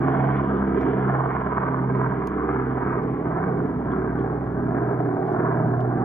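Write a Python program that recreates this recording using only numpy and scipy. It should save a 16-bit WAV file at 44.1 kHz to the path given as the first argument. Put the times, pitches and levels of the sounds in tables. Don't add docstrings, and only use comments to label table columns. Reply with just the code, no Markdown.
import sys
import numpy as np
from scipy import signal
from scipy.fft import rfft, irfft
from scipy.io import wavfile
from scipy.ndimage import uniform_filter1d

SR = 44100
rng = np.random.default_rng(int(sys.argv[2]) if len(sys.argv) > 2 else 0)


def output_pcm(signal):
    pcm = np.clip(np.atleast_2d(signal).T, -1, 1) * 32767
    wavfile.write(sys.argv[1], SR, np.round(pcm).astype(np.int16))


N = 266571
TIME = np.arange(N) / SR
FREQS = np.fft.rfftfreq(N, 1 / SR)
BLADES_PER_CYCLE, CYLINDERS, ENGINES = 3.5, 18, 4
SIDE_GAIN = .67
# time in s, lag in cycles, hard-firing gain in dB.
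NEAR_ENGINE = [(0, .89, -4.5), (.8, .9, -3), (1.2, .925, -7), (1.6, .95, -7), (2.05, 1.01, -5),
               (2.8, 1.1, -3), (3.4, 1.19, -3), (4, 1.29, -4), (4.7, 1.39, -7), (5.4, 1.44, -6.5),
               (6.04, 1.47, -4.5)]


def amp(db):
    return 10 ** (np.asarray(db) / 20)


def unit(x):
    return x / np.sqrt(np.mean(x ** 2) + 1e-20)


def curves(rows):
    s, *columns = np.transpose(rows)
    return [np.interp(TIME, s, c) for c in columns]


def spectra(rows):
    hz, *columns = np.transpose(rows)
    return [np.interp(np.log(FREQS + 1), np.log(hz), c) for c in columns]


def filtered(x, gain):
    return irfft(rfft(x) * gain, N)


def causal(db):
    cepstrum = irfft(db * np.log(10) / 20, 2 * len(db) - 1)
    fold = 1 + np.sign(np.fft.fftfreq(len(cepstrum)))
    return np.exp(rfft(cepstrum * fold))


def bump(hz, half_width_hz):
    return 1 / (1 + ((FREQS - hz) / half_width_hz) ** 2)


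def noise(gain):
    return unit(filtered(rng.standard_normal(N), gain))


def wander(rate_hz):
    return noise(np.exp(-(FREQS / rate_hz) ** 2) * (FREQS > 0))


def wide_noise(gain):
    mid, side = noise(gain), noise(gain)
    return mid + SIDE_GAIN * np.array([side, -side])


def hiss():
    levels = [(0, -79.5), (2.5, -79), (4.8, -77), (5.3, -75), (5.6, -75.5), (6.04, -76.5)]
    colour = [(2000, 0), (4000, 1), (6800, -4.5), (7500, -10.5), (8500, -8.5), (9700, 0), (11000, -4.5),
              (15000, -7)]
    return amp(curves(levels)[0]) * wide_noise(amp(spectra(colour)[0]))


def ticks(gain_db=1, ring_db=10, half_width_hz=150):
    # start in s, level in dB, rise in s, decay in s, dulling above 3 kHz in dB/octave,
    # ring in Hz, left minus right in dB.
    events = [(.295, -62, .012, .018, 24, 3300, 0), (.355, -60, .012, .02, 28, 3500, 0),
              (.563, -65, .006, .012, 20, 3520, 0), (.765, -60, .015, .02, 22, 3200, 0),
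              (.793, -65, .022, .016, 6, 5480, 1), (1.945, -66, .005, .011, 8, 5070, 2),
              (2.2725, -44.5, .0003, .0014, .5, 12500, 3), (2.273, -63, .002, .011, 0, 6460, 3),
              (3.031, -66, .002, .005, 9, 5200, 0), (3.91, -65, .008, .014, 19.5, 3400, 0),
              (4.17, -68, .02, .035, 12.5, 3290, 0), (4.98, -73, .025, .015, 6, 5300, 0),
              (5.25, -71, .025, .04, 7, 9900, 0), (5.315, -71, .015, .025, 2.5, 5400, 0),
              (5.802, -60.5, .004, .008, 9, 4900, 1)]
    colour = [(1500, -28), (3000, 3.5), (4600, -4.5), (5500, -5), (6500, -2.5), (8300, -19.5), (9800, -0.5),
              (11500, -11), (13000, -6), (16000, -22)]
    octaves = np.log2(np.maximum(FREQS / 3000, 1))
    out = np.zeros((2, N))
    for start_s, db, rise_s, decay_s, dull_db, ring_hz, pan_db in events:
        colour_db = spectra(colour)[0] + ring_db * bump(ring_hz, half_width_hz) - dull_db * octaves
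        burst = wide_noise(amp(colour_db)) * amp([[pan_db / 2], [-pan_db / 2]])
        attack = np.clip((TIME - start_s) / rise_s, 0, 1)
        decay = np.exp(-np.maximum(TIME - start_s - rise_s, 0) / decay_s)
        out += amp(db + gain_db) * burst * attack * decay
    return out


def wind():
    levels = [(0, -51.5), (2.7, -49.5), (3.05, -35.5), (3.35, -39.5), (3.65, -32.5), (3.95, -37.5),
              (6.04, -44.5)]
    colour = [(20, -21), (40, -17.5), (85, -1), (140, 9), (220, -13), (400, -31), (1000, -70.5)]
    return amp(curves(levels)[0]) * noise(amp(spectra(colour)[0]))


def ports(direct, scatter_s=.05):
    # frequency in Hz, left minus right in dB, left lead in rad, coherence 0-1.
    response = [(60, -.4, 0.1, .98), (130, -.6, 0.1, .99), (200, -0.8, 0.15, 0.98), (396, -4, 0.55, 1),
                (710, -4.5, 0.7, 0.74), (950, -7.5, 1.3, 1), (1240, 1.5, 1.34, 1), (1430, 4, 1, 0.52),
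                (1670, 0, 0.096, 1), (1880, 1, .9, 0.7), (2200, -1, .8, .8), (3100, -1, 1.4, .85),
                (4500, 6, .1, 0.45), (10000, 0.5, -2.2, 0.28)]
    balance_db, lead_rad, coherence = spectra(response)
    direct = direct * signal.windows.tukey(N, .002)
    echoes = rfft(rng.standard_normal(N) * np.exp(-TIME / scatter_s))
    shared = np.sqrt((1 + coherence) / 2)
    scatter = np.sqrt((1 - coherence) / 2) * echoes / (abs(echoes) + 1e-12)
    pan = amp(balance_db / 2) * np.exp(.5j * lead_rad)
    left = filtered(direct, (shared + scatter) * pan)
    right = filtered(direct, (shared - scatter) / pan)
    return np.array([left, right])


def band_pan(pair, centre_hz=880, half_width_hz=210):
    lean = [(0, 0), (.3, -6.5), (.6, 5), (.78, -7.5), (.95, 2.5), (1.2, -6), (2.1, -2), (2.45, 3),
            (2.85, -3), (3.1, 8), (3.4, -3), (3.7, 3.5), (4.2, 5.5), (5.15, 6), (5.35, 3), (5.7, 1.5),
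            (6.04, -1)]
    lean_db = curves(lean)[0]
    window = np.exp(-((FREQS - centre_hz) / half_width_hz) ** 2)
    band = np.array([filtered(x, window) for x in pair])
    return pair + band * (amp([.6 * lean_db, -.3 * lean_db]) - 1)


def cycles():
    rates = [(0, 19.3), (.8, 18.88), (1.5, 18.63), (2.4, 18.53), (3.3, 18.28), (4.2, 17.87), (5, 17.76),
             (6.04, 17.58)]
    return np.cumsum(curves(rates)[0]) / SR


def near_cycles():
    return cycles() - curves(NEAR_ENGINE)[0]


def tone(order, levels, drift_rad, drift_hz, halo_gain=.07, halo_hz=22):
    phase = 2 * np.pi * (order * cycles() + rng.random()) + order * drift_rad * wander(drift_hz)
    halo = wander(halo_hz) * np.cos(phase) + wander(halo_hz) * np.sin(phase)
    return amp(curves(levels)[0]) * (np.sqrt(2) * np.cos(phase) + halo_gain * halo)


def boom_level_db():
    levels = [(0.0, -24.5), (0.18, -25), (0.3, -31), (0.84, -30.5), (1.31, -32), (1.93, -29), (2.22, -30),
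              (2.43, -30.5), (3.16, -29), (3.56, -27.5), (3.74, -28), (4.28, -29), (4.42, -29.5),
              (4.7, -24.5), (4.81, -24.5), (4.92, -28.5), (5.12, -33), (5.37, -25.5), (5.88, -28),
              (6.04, -24.5)]
    return curves(levels)[0]


def weak_tones(gain_db=-4, fade_db=3.5, fade_hz=5.3, drift_rad=.07, drift_hz=3, follow=.71):
    # multiple of the cycle rate, then level in dB approaching, abreast and leaving.
    orders = [(3, -55, -52, -59), (5, -51, -53, -52), (6, -49, -49, -44), (8, -48, -41, -39),
              (10, -48, -46, -43), (11, -42, -40, -44), (12, -50, -40, -42), (13, -48, -43, -42),
              (15, -42, -44, -41), (17, -45, -46, -44), (18, -41, -41, -41), (20, -39, -45, -42),
              (22, -43, -44, -40), (23, -41, -44, -39), (24, -45, -47, -45), (25, -42, -46, -46),
              (26, -47, -51, -47)]
    aspect_s = [0.48, 3.9, 5.3]
    cycle_rad, boom_db = 2 * np.pi * cycles(), boom_level_db()
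    out = np.zeros(N)
    for order, *aspect_db in orders:
        swell_db = follow * (boom_db - boom_db.mean()) * np.exp(-((order - CYLINDERS) / 10) ** 2)
        level_db = np.interp(TIME, aspect_s, aspect_db) + swell_db + fade_db * wander(fade_hz)
        phase = order * (cycle_rad + drift_rad * wander(drift_hz)) + 2 * np.pi * rng.random()
        out += amp(level_db) * np.sqrt(2) * np.cos(phase)
    return amp(gain_db) * out


def strong_tones(gain_db=1.5):
    # time in s, level in dB.
    order_4 = [(0.0, -46.5), (1.3, -46.5), (1.96, -47.5), (2.4, -60), (2.87, -44), (3.3, -63.5),
               (6.04, -59)]
    order_9 = [(0.0, -39.5), (0.76, -47.5), (1.02, -38.5), (1.45, -40.5), (1.71, -35), (2.25, -45.5),
               (2.58, -51), (3.38, -32), (4.03, -41.5), (4.21, -37), (5.19, -39.5), (5.63, -27.5),
               (6.04, -48)]
    order_16 = [(0.0, -37.5), (0.73, -39), (0.84, -37.5), (1.09, -44.5), (1.89, -47), (2.51, -32.5),
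                (2.72, -43.5), (3.2, -34.5), (3.34, -40.5), (4.65, -36), (4.83, -44.5), (5.08, -30),
                (5.73, -53.5), (6.04, -36.5)]
    order_21 = [(0.0, -41), (1.45, -44.5), (1.56, -48), (1.85, -41), (2.58, -37.5), (2.9, -45.5),
                (3.52, -66.5), (3.99, -30.5), (4.46, -55), (5.01, -34.5), (6.04, -42)]
    orders = [(4, order_4), (9, order_9), (16, order_16), (21, order_21)]
    return amp(gain_db) * sum(tone(k, levels, drift_rad=.045, drift_hz=1.4) for k, levels in orders)


def pop_spectrum_db():
    colour = [(60, -27), (150, -2), (240, -3.5), (330, 0.5), (440, 2), (540, -6), (700, -4), (1050, -6),
              (1600, -12.5), (1950, -23), (2300, -26.5), (3300, -44.5), (4100, -67.5), (7000, -99)]
    dips = [(576.7, 8.8, -12.5), (878, 25, -7.5), (2652, 150, -12)]
    return spectra(colour)[0] + sum(db * bump(hz, half_width_hz) for hz, half_width_hz, db in dips)


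def cracks(gain_db=1.5, ring_db=9.5, half_width_hz=170, echo_gain=.25, echo_s=.0032):
    events = [(.03, -19, 750), (.083, -17, 950), (.149, -16, 1050), (.242, -16.5, 1000),
              (.289, -16.5, 1100), (1.098, -16.5, 985), (1.151, -16, 1100), (1.163, -17.5, 780),
              (1.19, -17, 980), (1.206, -16, 1000), (1.259, -13.5, 740), (1.313, -17.5, 990),
              (1.351, -16.5, 805), (1.367, -14, 1010), (1.419, -20, 1000), (1.526, -16, 1100),
              (1.563, -18, 1140), (1.581, -9.5, 1030), (1.62, -18, 1080), (1.635, -15, 1050),
              (1.688, -18, 1060), (1.744, -15, 1130), (1.797, -19, 1000), (2.015, -13.5, 1000),
              (2.122, -16, 1010), (2.491, -16, 1230), (2.546, -19, 770), (2.56, -18, 1300),
              (2.778, -19, 780), (2.906, -18, 1170), (3.257, -19.5, 900), (4.783, -17, 730),
              (4.931, -20, 730), (5.168, -20, 720), (5.347, -16, 750), (5.387, -18, 800),
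              (5.465, -17, 1200)]
    band_db = -20 * np.log10(1 + (600 / (FREQS + 20)) ** 2 + np.minimum(FREQS / 2000, 2) ** 6)
    colour_db = pop_spectrum_db() + band_db
    out = np.zeros(N)
    for start_s, peak_db, ring_hz in events:
        crack_db = colour_db + ring_db * bump(ring_hz, half_width_hz)
        crack = irfft(causal(crack_db[::128]))
        out[round(start_s * SR):][:len(crack)] += amp(peak_db + gain_db) * crack / abs(crack).max()
    return out + echo_gain * np.interp(TIME - echo_s, TIME, out)


def hard_firings(spread_db=3, jitter_s=.0015):
    cylinders = [(0, 0), (-.27, -3.5)]
    out = np.zeros(N)
    for offset, db in cylinders:
        due = np.flatnonzero(np.diff(np.floor(near_cycles() - offset)))
        late, size = np.clip(rng.standard_normal((2, len(due))), -2, 1.2)
        at = np.clip(due + (late * jitter_s * SR).astype(int), 0, N - 1)
        out[at] += amp(db + spread_db * size)
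    return out * amp(curves(NEAR_ENGINE)[1])


def firings(detune, uneven_db=3, spread_db=2.5, stagger=.22, jitter=.04, sway_cycles=.02979):
    elapsed = cycles() * (1 + detune) + sway_cycles * wander(1.5)
    shot = np.arange(2200)
    cylinder = shot % CYLINDERS
    rank = np.linspace(-1, 1, CYLINDERS)
    strength_db = rng.permutation(rank ** 3 + rank) * uneven_db
    late = stagger * rng.standard_normal(CYLINDERS)[cylinder]
    late += jitter * rng.standard_normal(len(shot))
    size = amp(strength_db[cylinder] + spread_db * rng.standard_normal(len(shot)))
    at = np.searchsorted(elapsed, (shot + late + rng.random()) / CYLINDERS)
    heard = (at > 0) & (at < N)
    return np.bincount(at[heard], size[heard], N)


def pipes(shots, puff_gain=.89, puff_s=.0034):
    envelope = signal.lfilter([1], [1, -np.exp(-1 / (puff_s * SR))], shots)
    puffs = envelope * rng.standard_normal(N)
    return filtered(unit(shots) + puff_gain * unit(puffs), causal(pop_spectrum_db()))


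def focused(x, centre_hz, share, width_hz):
    carrier = np.exp(2j * np.pi * np.cumsum(centre_hz) / SR)
    pole = np.exp(-np.pi * width_hz / SR)
    ring = (carrier * signal.lfilter([1 - pole], [1, -pole], x / carrier)).real
    mix = (1 - share) * unit(x) + share * unit(ring)
    return mix / np.sqrt(uniform_filter1d(mix ** 2, size=SR // 7) + 1e-9)


def exhaust_bands(roar, throbbing, flutter_db=.8, flutter_hz=5):
    growl_track = [(0, -25, 311.3), (.28, -34.5, 323), (.45, -27, 315), (.65, -29, 343), (.75, -21, 377),
                   (.88, -22.5, 389), (1.05, -27, 406), (1.27, -33, 400), (1.5, -30.5, 378),
                   (1.75, -32.5, 380.4), (1.95, -30, 394), (2.2, -34, 399.6), (2.47, -27, 411),
                   (2.7, -31, 410), (2.95, -27.5, 408), (3.3, -30.5, 342), (3.55, -25.5, 460),
                   (3.77, -31, 392), (4, -30.5, 385.4), (4.27, -29, 405.5), (4.42, -37.5, 359.4),
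                   (4.68, -32, 332.4), (4.78, -28, 401), (5.03, -25, 393), (5.2, -31, 397),
                   (5.4, -22.5, 381), (5.6, -26.5, 368), (5.88, -33, 372), (6.04, -26.5, 370)]
    # time in s, resonance in Hz, share 0-1.
    bark_focus = [(0, 710, 0.2), (0.701, 702, 0), (2, 690, 0), (2.501, 770, 0.3), (4.5, 690, .15),
                  (4.9, 715, 0.3), (5.2, 695, 0.1), (5.45, 675, 0.3), (6.04, 699, 0.4)]
    crackle_focus = [(0, 1070, 0.11), (.35, 1020, 0.28), (.65, 1400, .15), (.95, 1043, .05),
                     (1.2, 1054, 0.2), (1.65, 1061, .35), (2.1, 1060, .35), (2.351, 1135, 0.43),
                     (2.65, 1330, .3), (2.8, 1030, 0.095), (3.1, 1076, 0.45), (3.5, 1024, .1),
                     (4.3, 1093, 0.17), (4.75, 1760, 0.15), (5.2, 1466, 0.043), (5.599, 1490, 0.075),
                     (6.04, 1517, 0.1)]
    # time in s, level in dB.
    bark_levels = [(0.0, -33.5), (0.15, -28.5), (0.66, -37.5), (1.16, -31.5), (1.45, -37.5), (1.6, -36),
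                   (1.851, -37.5), (2.0, -36.5), (2.32, -41.5), (2.51, -35), (2.65, -40), (2.801, -36),
                   (3.16, -41), (3.229, -35), (3.41, -33), (3.78, -41), (3.92, -36), (4.39, -36.5),
                   (4.5, -41), (4.79, -31.5), (5.08, -34), (5.34, -31), (6.04, -32)]
    crackle_levels = [(0.0, -35), (0.149, -33.5), (0.33, -33), (0.472, -33.5), (0.95, -35.5), (1.13, -30.5),
                      (1.45, -31.5), (1.601, -29.5), (1.96, -36.5), (2.029, -29.5), (2.179, -36),
                      (2.58, -32.5), (2.69, -37), (2.871, -30.5), (2.94, -31), (3.05, -38.5), (3.16, -40.5),
                      (3.449, -32.5), (3.56, -39), (3.81, -42.5), (3.921, -35), (4.07, -38), (4.36, -40.5),
                      (4.62, -40.5), (4.79, -36.5), (5.0, -38.5), (5.24, -39.5), (5.34, -36), (5.46, -30),
                      (5.6, -35), (5.81, -38.5), (6.04, -36.5)]
    rasp_levels = [(0.0, -51.5), (0.37, -47), (0.44, -57), (0.58, -60), (0.84, -50), (1.24, -57),
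                   (1.34, -46.5), (1.45, -58.5), (1.56, -50.0), (1.85, -60), (1.93, -53), (2.43, -55.5),
                   (2.51, -49.5), (2.69, -58), (2.9, -49.0), (3.05, -57), (3.45, -56), (3.78, -60.5),
                   (3.96, -57), (4.1, -60.5), (4.61, -63.5), (4.79, -55), (5.05, -62.5), (5.52, -54.5),
                   (5.73, -66), (6.04, -60.5)]
    edge_levels = [(0.0, -66.5), (0.4, -64.5), (0.66, -69.5), (0.84, -65), (1.82, -74), (2.29, -72.5),
                   (3.78, -76), (3.96, -74), (4.03, -78.5), (5.15, -80), (5.34, -76.5), (6.04, -77.5)]
    lowpasses = [1 / (1 + (FREQS / hz) ** 16) for hz in (295, 510, 880, 1900, 2650)]
    bands = np.diff(lowpasses, axis=0, prepend=0, append=1)
    feeds = (roar, roar, throbbing, throbbing, throbbing, roar)
    boom, growl, bark, crackle, rasp, edge = (unit(filtered(x, band)) for x, band in zip(feeds, bands))
    growl_db, growl_hz = curves(growl_track)
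    layers = [(boom, boom_level_db() - 5),
              (focused(growl, growl_hz, share=.45, width_hz=80), growl_db - 3),
              (focused(bark, *curves(bark_focus), width_hz=190), curves(bark_levels)[0]),
              (focused(crackle, *curves(crackle_focus), width_hz=200), curves(crackle_levels)[0] + .6),
              (rasp, curves(rasp_levels)[0] + 1),
              (edge, curves(edge_levels)[0] + 2)]
    return sum(amp(db + flutter_db * wander(flutter_hz)) * layer for layer, db in layers)


def exhaust(shadow_db=2, hard_gain=14, echo_gain=.3, echo_s=.003, wobble_s=.0003):
    throb_depth = [(0, 1), (.9, 1), (1.15, 2), (1.8, 2), (2.3, 1.2), (6.04, 1)]
    detunes = (0, -.004, .004, -.008)
    pops = unit(sum(amp(-shadow_db * e) * firings(detunes[e]) for e in range(ENGINES)))
    roar = pipes(pops)
    throb_db = curves(throb_depth)[0] * np.cos(2 * np.pi * near_cycles() + 1.1)
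    throbbing = pipes(pops * amp(throb_db) + hard_gain * hard_firings())
    echo = np.interp(TIME - echo_s - wobble_s * wander(2.05), TIME, throbbing)
    return exhaust_bands(roar, throbbing + echo_gain * echo)


def propellers():
    # time in s, level in dB.
    blade_1 = [(0.0, -45.5), (0.62, -34), (0.84, -36.5), (1.16, -52), (1.34, -39), (1.56, -40), (1.74, -48),
               (2.47, -36), (3.12, -46), (3.27, -43), (3.56, -47.5), (3.96, -37), (4.72, -40.5),
               (5.05, -54.5), (5.3, -54), (5.44, -58.5), (6.04, -44.5)]
    blade_2 = [(0.0, -27.5), (0.259, -23), (0.759, -40.5), (1.05, -25.5), (1.2, -25), (1.451, -35.5),
               (2.031, -24), (2.18, -31.5), (2.32, -50), (2.54, -32), (3.12, -31.5), (3.38, -43),
               (3.52, -40), (3.7, -43), (3.779, -38.5), (3.921, -33), (4.07, -35), (4.249, -29.5),
               (4.54, -36), (4.83, -29.5), (5.08, -28.5), (5.23, -45.5), (5.441, -30), (5.84, -24),
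               (6.04, -30.5)]
    blade_3 = [(0.0, -47.5), (0.22, -32.5), (0.689, -26), (0.84, -37.5), (1.09, -25), (1.241, -56.5),
               (1.34, -36.5), (1.63, -34), (1.71, -53), (1.89, -30), (2.76, -57.5), (2.871, -37),
               (3.339, -55), (3.451, -31.5), (3.7, -42.5), (5.699, -50.5), (5.92, -44.5), (6.04, -39.5)]
    blade_4 = [(0.0, -27.5), (0.329, -34), (0.87, -27.5), (1.31, -51.5), (1.381, -39.5), (1.561, -48.5),
               (1.71, -30.5), (2.472, -42.5), (2.581, -30.5), (2.9, -36.5), (3.009, -32.5), (3.199, -38),
               (3.3, -37), (3.489, -58.5), (3.74, -31.5), (4.39, -40), (4.5, -54), (4.612, -28),
               (4.829, -50), (5.121, -37.5), (5.341, -50), (5.519, -40.5), (6.04, -34)]
    harmonics = enumerate((blade_1, blade_2, blade_3, blade_4), 1)
    return sum(tone(k * BLADES_PER_CYCLE, levels, drift_rad=.059, drift_hz=2.3)
               for k, levels in harmonics)


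def scene():
    aircraft = propellers() + strong_tones() + weak_tones() + exhaust() + cracks()
    return hiss() + band_pan(ports(aircraft + wind())) + ticks()


def record(dry):
    lowpass = signal.firwin(511, 15150, window=("kaiser", 9), fs=SR)
    return signal.oaconvolve(dry, lowpass[None], "same")


dry = scene()
out = record(dry)
output_pcm(out)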